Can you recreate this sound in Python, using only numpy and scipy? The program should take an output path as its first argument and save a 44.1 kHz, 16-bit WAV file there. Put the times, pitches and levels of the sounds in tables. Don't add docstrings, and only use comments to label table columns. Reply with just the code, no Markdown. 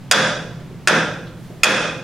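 import sys
import numpy as np
from scipy import signal
from scipy.fft import rfft, irfft
from scipy.io import wavfile
from scipy.ndimage import uniform_filter1d

SR = 44100
rng = np.random.default_rng(int(sys.argv[2]) if len(sys.argv) > 2 else 0)


def store_wav(level_fs):
    pcm = np.round(np.clip(np.atleast_2d(level_fs), -1, 1) * 32767)
    wavfile.write(sys.argv[1], SR, pcm.T.astype(np.int16))


N = 89655


def from_db(db):
    return 10 ** (np.asarray(db) / 20)


def seconds():
    return np.arange(N) / SR


def bins():
    return np.fft.rfftfreq(N, 1 / SR)


def at_hz(points, hz, column=1):
    table = np.array(points)
    return np.interp(np.log(hz + 1), np.log(table[:, 0]), table[:, column])


def delayed(x, delay_s):
    count = int(np.clip(delay_s * SR, 0, N - 1))
    silence = np.zeros_like(x[..., :count])
    return np.concatenate([silence, x[..., :N - count]], axis=-1)


def envelope(rise_s, t60_s):
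    length = int(np.clip(2 * t60_s * SR, 2, N))
    t = np.arange(length) / SR
    out = np.zeros(N)
    out[:length] = (1 - np.exp(-t / rise_s)) * np.exp(-np.log(1000) * t / t60_s)
    return out


# frequency in Hz, side minus mid in dB.
STEREO_WIDTH = [(30, -12), (130, -13.5), (500, -14.5), (1500, -14.5), (3000, -10.5), (6000, -5),
                (12000, -1)]


def spread_stereo(mid, side):
    width = from_db(at_hz(STEREO_WIDTH, bins()))
    return (mid + width * side * [[1], [-1]]) / np.sqrt(1 + width ** 2)


def stereo_spectrum():
    mid, side = rfft(rng.standard_normal((2, N)))
    return spread_stereo(mid, side)


def noise(shape_db):
    x = irfft(stereo_spectrum() * from_db(shape_db), N)
    return x / x.std()


# frequency in Hz, relative density in dB per Hz.
AIR_COLOUR = [(20, -7), (35, -38), (50, -9.5), (75, -3.5), (95, -8.5), (122, 4), (170, 2.5), (240, -8.5),
              (400, -17), (800, -21.5), (1600, -26), (3200, -30.5), (6400, -37.5), (10000, -42),
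              (15500, -45.5)]
AIR_DB = -35.5


def ventilation():
    return from_db(AIR_DB) * noise(at_hz(AIR_COLOUR, bins()))


# time in seconds, level in dB.
RUSTLE_LEVEL = [(1.25, -71), (1.44, -54.5), (1.599, -60), (1.7, -84)]
# frequency in Hz, relative density in dB per Hz.
CLOTH_COLOUR = [(1000, -27), (4000, 0), (9000, 1), (15000, -4)]


def rustle():
    time_s, db = np.transpose(RUSTLE_LEVEL)
    level = from_db(np.interp(seconds(), time_s, db))
    return level * noise(at_hz(CLOTH_COLOUR, bins()))


# start in seconds, level in dB, pitch in Hz,
# scuff in dB re the body of the burst.
SOFT_BUMPS_AND_TICK = [(0.599, -32.5, 316, -16), (0.699, -37.5, 347, -20), (1.268, -42, 3600, -11),
                       (1.502, -32.5, 470, -21.5)]
BUMP_RISE_S, BUMP_T60_S, BUMP_WIDTH_OCT = 0.0032, 0.12, 0.46


def bumps_and_tick():
    out = 0
    for start_s, db, hz, scuff_db in SOFT_BUMPS_AND_TICK:
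        octaves = np.log2((bins() + 1) / hz)
        body = np.exp(-(octaves / BUMP_WIDTH_OCT) ** 2)
        scuff = from_db(scuff_db) / (1 + (bins() / 2000) ** 2)
        burst = noise(20 * np.log10(body + scuff)) * envelope(BUMP_RISE_S, BUMP_T60_S)
        out = out + from_db(db) * delayed(burst, start_s)
    return out


# frequency in Hz, reverberation level in dB, t60 in seconds.
HALL_BANDS = [(97, -8.5, 2.6), (193, 13.5, 1), (328, 9, 1.12), (429, 5, 0.87), (583, 9, 0.96),
              (770, 3, 0.68), (890, 6, 0.66), (1320, 2.5, 0.6), (1455, 4, 0.73), (1728, 3.5, 0.56),
              (2420, -4, 0.76), (3036, -2.5, 0.36), (3510, 3, .9), (3730, -1, 0.7), (4900, -7.5, 0.58),
              (5620, -3, 0.67), (7400, -12.5, 0.59), (11700, -8, 0.33), (16000, -17, 0.22)]
HALL_DELAY_S, HALL_BUILD_S = 0.008, 0.0042
EVEN_HZ = 62


def hall(x):
    white, tail = stereo_spectrum(), 0
    centres_hz = np.geomspace(100, 13000, 8)
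    for hz, share in zip(centres_hz, np.eye(len(centres_hz))):
        weight = np.interp(np.log(bins() + 1), np.log(centres_hz), share)
        band = irfft(white * weight, N)
        tail = tail + band * envelope(HALL_BUILD_S, at_hz(HALL_BANDS, hz, column=2))
    response = rfft(tail)
    power = np.mean(np.abs(response) ** 2, axis=0)
    power = uniform_filter1d(power, max(int(EVEN_HZ * N / SR), 1))
    coloured = response / np.sqrt(power) * from_db(at_hz(HALL_BANDS, bins()))
    tail = irfft(coloured, N)[:, :3 * N // 4]
    mono = x.mean(axis=0)[None]
    return delayed(signal.fftconvolve(mono, tail, axes=1)[:, :N], HALL_DELAY_S)


MODE_SPREAD_DB = 2


def ring(modes, rise_s):
    spread_db = MODE_SPREAD_DB * rng.standard_normal(len(modes))
    out = 0
    for k, (hz, db, t60_s) in enumerate(modes):
        sine = np.sin(2 * np.pi * hz * seconds())
        out = out + (-1) ** k * from_db(db + spread_db[k]) * envelope(rise_s, t60_s) * sine
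    return out


# frequency in Hz, level in dB, t60 in seconds.
LECTERN_BOOM = [(126.9, -31, 1.4), (164.3, -24.5, 1.04), (206.7, -17.5, 0.43), (236.6, -23.5, 0.6),
                (299.5, -33, 1.08), (524, -19, 0.67), (605, -34, 0.74)]
BOOM_DELAY_S, BOOM_BUILD_S = 0.025, 0.027


def boom():
    out = 0
    for start_s, db, *_ in BLOWS:
        out = out + from_db(db) * delayed(ring(LECTERN_BOOM, BOOM_BUILD_S), start_s + BOOM_DELAY_S)
    return out


# frequency in Hz, relative density in dB per Hz.
CRACK_COLOUR = [(100, -17.5), (250, -14.5), (450, -4), (900, -6.5), (1600, -1.5), (3000, -5), (4300, -8.5),
                (6500, -7), (9000, -11.5), (12000, -21.5), (16000, -33)]
CRACK_DB, CRACK_T60_S, CRACK_RISE_S = -1, 0.038, 0.00051


def crack():
    shape = envelope(CRACK_RISE_S, CRACK_T60_S)
    burst = rfft(rng.standard_normal((2, N)) * shape)
    mid, side = burst / (np.abs(burst) + 1e-9)
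    x = irfft(spread_stereo(mid, side) * from_db(at_hz(CRACK_COLOUR, bins())), N)
    x = x * envelope(CRACK_RISE_S, 10 * CRACK_T60_S)
    return from_db(CRACK_DB) * x * np.sqrt(np.mean(shape ** 2) / np.mean(x ** 2))


FAVOUR_WIDTH_OCT = 0.3


def favour(modes, favoured_hz, lift_db):
    out = []
    for hz, db, t60_s in modes:
        octaves = np.log2(hz / favoured_hz)
        out.append((hz, db + lift_db * np.exp(-(octaves / FAVOUR_WIDTH_OCT) ** 2), t60_s))
    return out


# start in seconds, strength in dB, gavel ring in dB, crack treble in dB,
# pitch favoured by the point of contact in Hz, its lift in dB.
BLOWS = [(0.1120, 2, 1, 3, 3340, 3), (0.8733, 1, -5.5, -2, 2400, -0.5), (1.6332, 3.5, -1, 5, 2750, 5.5)]
# frequency in Hz, level in dB, t60 in seconds.
BLOCK = [(460.6, -18.5, 0.067), (534, -20.5, 0.054), (604, -18, 0.068), (742, -12.5, 0.025),
         (1050, -14, 0.0088), (1235, -7, 0.03), (1389, -8, 0.041), (1550, -4, 0.033), (1735, -3.5, 0.028),
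         (1880, -8.5, 0.043), (2020, -13.5, 0.022), (2502, 0, 0.028), (2705, -15.5, 0.074)]
# frequency in Hz, level in dB, t60 in seconds.
GAVEL = [(2950, -19, 0.017), (3323, -9, 0.058), (3470, -9.5, 0.042), (3818, -10, 0.035), (4170, -15, 0.015),
         (4715, -7, 0.042), (4857, -4.5, 0.039), (5157, -5.5, 0.028), (5660, -12, 0.035), (5904, -7, 0.026),
         (6695, -8, 0.027), (6840, -4, 0.025), (8210, -11, 0.051), (8870, -11, 0.032)]
TREBLE_HZ = 3800


def gavel():
    wood, cracks = 0, 0
    treble_filter = signal.butter(1, TREBLE_HZ, "high", fs=SR, output="sos")
    for start_s, db, gavel_db, treble_db, favoured_hz, lift_db in BLOWS:
        block_ring = ring(favour(BLOCK, favoured_hz, lift_db), CRACK_RISE_S)
        gavel_ring = ring(favour(GAVEL, favoured_hz, lift_db), CRACK_RISE_S)
        wood = wood + from_db(db) * delayed(block_ring + from_db(gavel_db) * gavel_ring, start_s)
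        contact = crack()
        treble = signal.sosfilt(treble_filter, contact)
        contact = contact + (from_db(treble_db) - 1) * treble
        cracks = cracks + from_db(db) * delayed(contact, start_s)
    return wood, cracks


# delay in seconds, level in dB.
NEAR_REFLECTIONS = [(.0029, -8), (.0082, -1.5)]


def near_sound(knocks):
    out = knocks
    for delay_s, db in NEAR_REFLECTIONS:
        out = out + from_db(db) * delayed(knocks, delay_s)
    return out


NEAR_DB, PAN_DB = -3, -0.57
WOOD_WET_DB, CRACK_WET_DB, BUMP_WET_DB = -1.5, 3, -5.5


def scene():
    wood, cracks = gavel()
    small_hits = bumps_and_tick()
    near = from_db(NEAR_DB) * near_sound(wood + cracks)
    wood_hall = hall(from_db(WOOD_WET_DB) * wood[None])
    noise_hall = hall(from_db(CRACK_WET_DB) * cracks + from_db(BUMP_WET_DB) * small_hits)
    mix = near + small_hits + wood_hall + noise_hall + boom() + rustle() + ventilation()
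    return mix * from_db([[PAN_DB], [-PAN_DB]])


LIMIT_DB, LIMIT_SLOPE, RELEASE_DB_PER_S = -11.5, 0.81, 55.5
ATTACK_S, DETECTOR_S, LIMIT_LAG_S = 0.002, 0.0077, 0.0015
CLIP_TOP = 0.98


def record(dry):
    power = uniform_filter1d(np.mean(dry ** 2, axis=0), max(int(DETECTOR_S * SR), 1))
    level_db = 10 * np.log10(np.abs(power) + 1e-12)
    wanted_cut_db = LIMIT_SLOPE * np.maximum(level_db - LIMIT_DB, 0)
    fall_db = RELEASE_DB_PER_S * seconds()
    held_cut_db = np.maximum.accumulate(wanted_cut_db + fall_db) - fall_db
    pole = np.exp(-1 / (ATTACK_S * SR))
    cut_db = signal.lfilter([1 - pole], [1, -pole], held_cut_db)
    x = dry * from_db(-delayed(cut_db, LIMIT_LAG_S)) / CLIP_TOP
    x = CLIP_TOP * x / (1 + x ** 4) ** 0.25
    top_cut = signal.cheby2(16, 60, 16500, fs=SR, output="sos")
    return signal.sosfilt(top_cut, x)


dry = scene()
out = record(dry)
store_wav(out)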